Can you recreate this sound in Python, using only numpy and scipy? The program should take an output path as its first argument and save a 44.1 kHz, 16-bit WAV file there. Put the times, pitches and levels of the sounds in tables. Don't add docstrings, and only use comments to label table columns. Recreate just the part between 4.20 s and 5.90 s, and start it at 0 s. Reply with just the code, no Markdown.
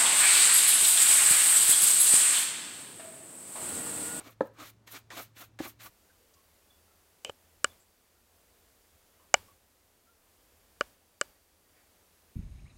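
import sys
import numpy as np
from scipy import signal
from scipy.fft import rfft, irfft, next_fast_len
from scipy.io import wavfile
from scipy.ndimage import map_coordinates

SR = 44100
rng = np.random.default_rng(int(sys.argv[2]) if len(sys.argv) > 2 else 0)


def master(y):
    cut = np.clip(np.atleast_2d(y).T, -1, 1)
    pcm = np.round(cut * 32767)
    wavfile.write(sys.argv[1], SR, pcm.astype(np.int16))


N = 74970

# f/Hz, relative level/dB
FRICTION_SPECTRUM = [(100, -31), (250, -9), (450, -15), (900, -2), (1700, 1.5), (2300, 1.5), (3000, -0.5),
                     (4100, 0), (4900, -6), (6700, -4.5), (10000, -13), (16000, -25.5)]


def amp(db):
    return 10 ** (np.asarray(db) / 20)


def unit(x):
    return x / np.sqrt(np.mean(x ** 2) + 1e-20)


def clock():
    return np.arange(N) / SR


def along(points, hz):
    f, values = np.transpose(points)
    return np.interp(np.log(hz + 1), np.log(f + 1), values)


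def filtered(x, response):
    size = next_fast_len(N + SR // 2)
    return irfft(rfft(x, size) * response(np.fft.rfftfreq(size, 1 / SR)), size)[:N]


def coloured(x, spectrum):
    return unit(filtered(x, lambda hz: amp(along(spectrum, hz))))


def wobble(knots_per_s):
    return map_coordinates(rng.standard_normal(N // 10), [clock() * knots_per_s], mode="wrap")


def struck(start, rise_s, t60):
    age = np.maximum(clock() - start, 0)
    return (1 - np.exp(-age / rise_s)) * amp(-60 * age / t60)


def ring(modes, start, rise_s):
    return sum(amp(db) * struck(start, rise_s, t60) * np.sin(2 * np.pi * hz * (clock() - start))
               for hz, db, t60 in modes)


def resonance(f, centre, width):
    return 1j * f * width / (centre ** 2 - f * f + 1j * f * width)


def room_tone(hum_hz=110.3, hum_db=-65, noise_db=-67):
    # f/Hz, relative level/dB
    floor_spectrum = [(20, -18), (55, 0), (115, 3), (170, -4.5), (280, -4), (450, -11), (1000, -15),
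                      (2500, -23.5), (6000, -27.5), (16000, -36.5)]
    hum_rms = amp(hum_db - 0.5 * wobble(knots_per_s=8))
    hum = hum_rms * np.sqrt(2) * np.sin(2 * np.pi * hum_hz * clock())
    return hum + amp(noise_db) * coloured(rng.standard_normal(N), floor_spectrum)


def in_room(x, wet_db, wall_delay_s=0.009):
    # f/Hz, T60/s
    decay_times = [(150, 0.29), (500, 0.21), (1500, 0.3), (5000, 0.48), (15000, 0.22)]
    hz, t, bands = signal.stft(rng.standard_normal(SR // 2), SR, nperseg=256)
    decay = amp(-60 * t / along(decay_times, hz)[:, None])
    tail = signal.istft(bands * decay, SR, nperseg=256)[1]
    tail = np.pad(tail / np.linalg.norm(tail), (int(wall_delay_s * SR), 0))
    return x + amp(wet_db) * signal.fftconvolve(x, tail)[:N]


def boot_thud(start=1.4028, gain_db=-22.5):
    # f/Hz, relative level/dB, T60/s
    leather_modes = [(76, -30, .12), (176.4, -21, .06), (306, 2.5, 0.037), (540, -2, 0.022),
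                     (762, -4.5, 0.021), (1070, -8, 0.012)]
    low_cut = signal.butter(2, 55, "highpass", fs=SR, output="sos")
    return amp(gain_db) * signal.sosfilt(low_cut, ring(leather_modes, start, rise_s=0.0012))


def wood_knock(start=0.2075, gain_db=-8.5):
    # f/Hz, relative level/dB, T60/s
    wood_modes = [(232, -26, 0.1), (306, -15.5, 0.075), (454, -10.5, 0.035), (524.4, -2, 0.033),
                  (872, -6.5, 0.019), (952, -21, 0.039), (1296, -23.5, 0.058), (1631, -18, 0.026),
                  (1720, -22.5, 0.036)]
    # f/Hz, relative level/dB
    crack_spectrum = [(500, -12), (2400, 5), (4000, 0), (5000, -13), (8000, -20), (16000, -21)]
    noise = coloured(rng.standard_normal(N), crack_spectrum)
    crack = amp(-29.5) * struck(start, rise_s=0.0003, t60=0.011) * noise
    band = signal.butter(4, [131, 1970], "bandpass", fs=SR, output="sos")
    wood = signal.sosfilt(band, ring(wood_modes, start, rise_s=0.0012))
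    return amp(gain_db) * (wood + crack)


def flicks(slips_per_s=18000, spread_db=3.5):
    slips = rng.random(N) < slips_per_s / SR
    return slips * rng.choice([-1, 1], N) * amp(spread_db * rng.standard_normal(N))


def boot_body(tuning_spread=0.044):
    # f/Hz, bandwidth/Hz, relative level/dB
    boot_modes = [(288, 75, -1), (533.5, 70, -5), (651, 80, -2.5), (805, 110, -7), (1128, 170, -4.5),
                  (1410, 160, -6), (2245, 154, -11)]
    detune = np.exp(tuning_spread * rng.standard_normal(len(boot_modes)))

    def response(f):
        return sum((-1) ** k * amp(db) * resonance(f, hz * detune[k], width)
                   for k, (hz, width, db) in enumerate(boot_modes))
    return unit(filtered(flicks(), response))


def pressing():
    # centre t/s, duration/s, level/dB, patch f/Hz, patch level re boot/dB
    presses = [(.005, 0.035, -53, 530, -4), (.078, 0.044, -53, 1170, -7), (.41, .05, -52, 1247, 0),
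               (0.751, 0.036, -54, 1370, -5), (0.933, 0.031, -53, 1040, 0.5), (0.992, 0.033, -44, 690, -4),
               (1.22, 0.029, -56, 1190, 2.5), (1.461, 0.029, -47, 1114, -2.5),
               (1.665, 0.021, -53.5, 1110, -1)]
    # f/Hz, relative level/dB
    sway_spectrum = [(20, -5), (45, 0), (80, -1), (130, -8), (250, -42), (1000, -80)]
    sway = amp(-23) * coloured(rng.standard_normal(N), sway_spectrum)
    out = np.zeros(N)
    for centre, duration, db, patch_hz, patch_db in presses:
        patch = unit(filtered(flicks(), lambda f: resonance(f, patch_hz, width=200)))
        pressure = amp(db) * np.exp(-2 * ((clock() - centre) / duration) ** 2)
        out += pressure * (boot_body() + amp(patch_db) * patch + sway)
    return out


def landings():
    # t/s, slap level/dB
    touches = [(0.675, -52), (0.9031, -44), (1.389, -41.5)]
    # f/Hz, relative level/dB
    slap_spectrum = [(150, -13), (600, 6.5), (1300, 2.5), (1800, 12.5), (2800, -2), (6000, -22),
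                     (15000, -31)]
    slap_envelope = sum(amp(db) * struck(start, rise_s=0.0005, t60=0.094) for start, db in touches)
    tick_envelope = sum(amp(db + 2) * struck(start, rise_s=0.00024, t60=0.009) for start, db in touches)
    slap = slap_envelope * coloured(flicks(), slap_spectrum)
    tick = tick_envelope * coloured(flicks(), FRICTION_SPECTRUM)
    return slap + tick


def brushing(attack_s=0.0015, release_s=0.01, judder_db=0.86):
    # t/s, scrub level/dB, hiss gain relative to the scrub/dB
    strokes = [
        [(0.0, -55.5, -5), (0.03, -64.5, -7), (0.054, -57, -10), (0.08, -56, -7), (0.096, -65.5, -5),
         (0.11, -68, 8), (0.128, -64, -10), (0.14, -78, 4)],
        [(0.215, -55.5, -19), (0.235, -71, -6), (0.275, -70.5, 3), (0.295, -86, -8)],
        [(0.335, -76, -2), (0.367, -71.5, -12), (0.401, -51, -10.5), (0.479, -54, -2.5), (0.501, -59.5, 2.5),
         (0.525, -78, -5), (0.54, -78, -8.5)],
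        [(0.664, -77, -2), (0.676, -52.5, -9), (0.7, -61, -2), (0.724, -54.5, 7.5), (0.758, -45.5, -12),
         (0.774, -48, -9), (0.788, -61, 2.5), (0.82, -73, -14)],
        [(0.902, -55.5, -25), (0.922, -50, -12), (0.945, -51, -9), (0.981, -44, -5.5), (1.029, -55, 5.5),
         (1.085, -75, -7)],
        [(1.145, -78, -17), (1.153, -72, -4), (1.169, -54, -9.5), (1.197, -56.5, 3.5), (1.225, -51.5, -3),
         (1.253, -62.5, 0), (1.29, -81, -4)],
        [(1.389, -48, -19), (1.413, -51, -11), (1.449, -45, -5), (1.465, -49, -6), (1.481, -62.5, 12.5),
         (1.497, -57, 5), (1.54, -77, -6)],
        [(1.575, -91, -5), (1.599, -58.5, -11), (1.607, -52, -11), (1.637, -56, 3.5), (1.669, -53.5, 0.5),
         (1.7, -75, 4)],
    ]
    # f/Hz, relative level/dB
    tip_spectrum = [(2000, -18.5), (5500, -8), (8000, -7), (9500, -4), (10400, -8.5), (11500, 0),
                    (13500, 0.5), (16000, -2.5)]
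    scrub = coloured(flicks(), FRICTION_SPECTRUM) + amp(-10) * boot_body()
    hiss = amp(2.5) * coloured(flicks(), tip_spectrum)
    t, out = clock(), np.zeros(N)
    for stroke in strokes:
        times, level_db, hiss_db = np.transpose(stroke)
        contact = np.clip(np.minimum((t - times[0]) / attack_s, (times[-1] - t) / release_s + 1), 0, 1)
        envelope = contact * amp(np.interp(t, times, level_db))
        out += envelope * (scrub + amp(np.interp(t, times, hiss_db)) * hiss)
    return out * amp(judder_db * wobble(knots_per_s=180))


def scene():
    brush = in_room(brushing() + pressing() + landings(), wet_db=-21.5)
    knock = in_room(wood_knock(), wet_db=-13)
    thud = in_room(boot_thud(), wet_db=-13)
    return (brush + knock + thud + room_tone())[None]


def record(dry):
    return filtered(dry[0], lambda hz: hz < 16000)[None]


dry = scene()
out = record(dry)
master(out)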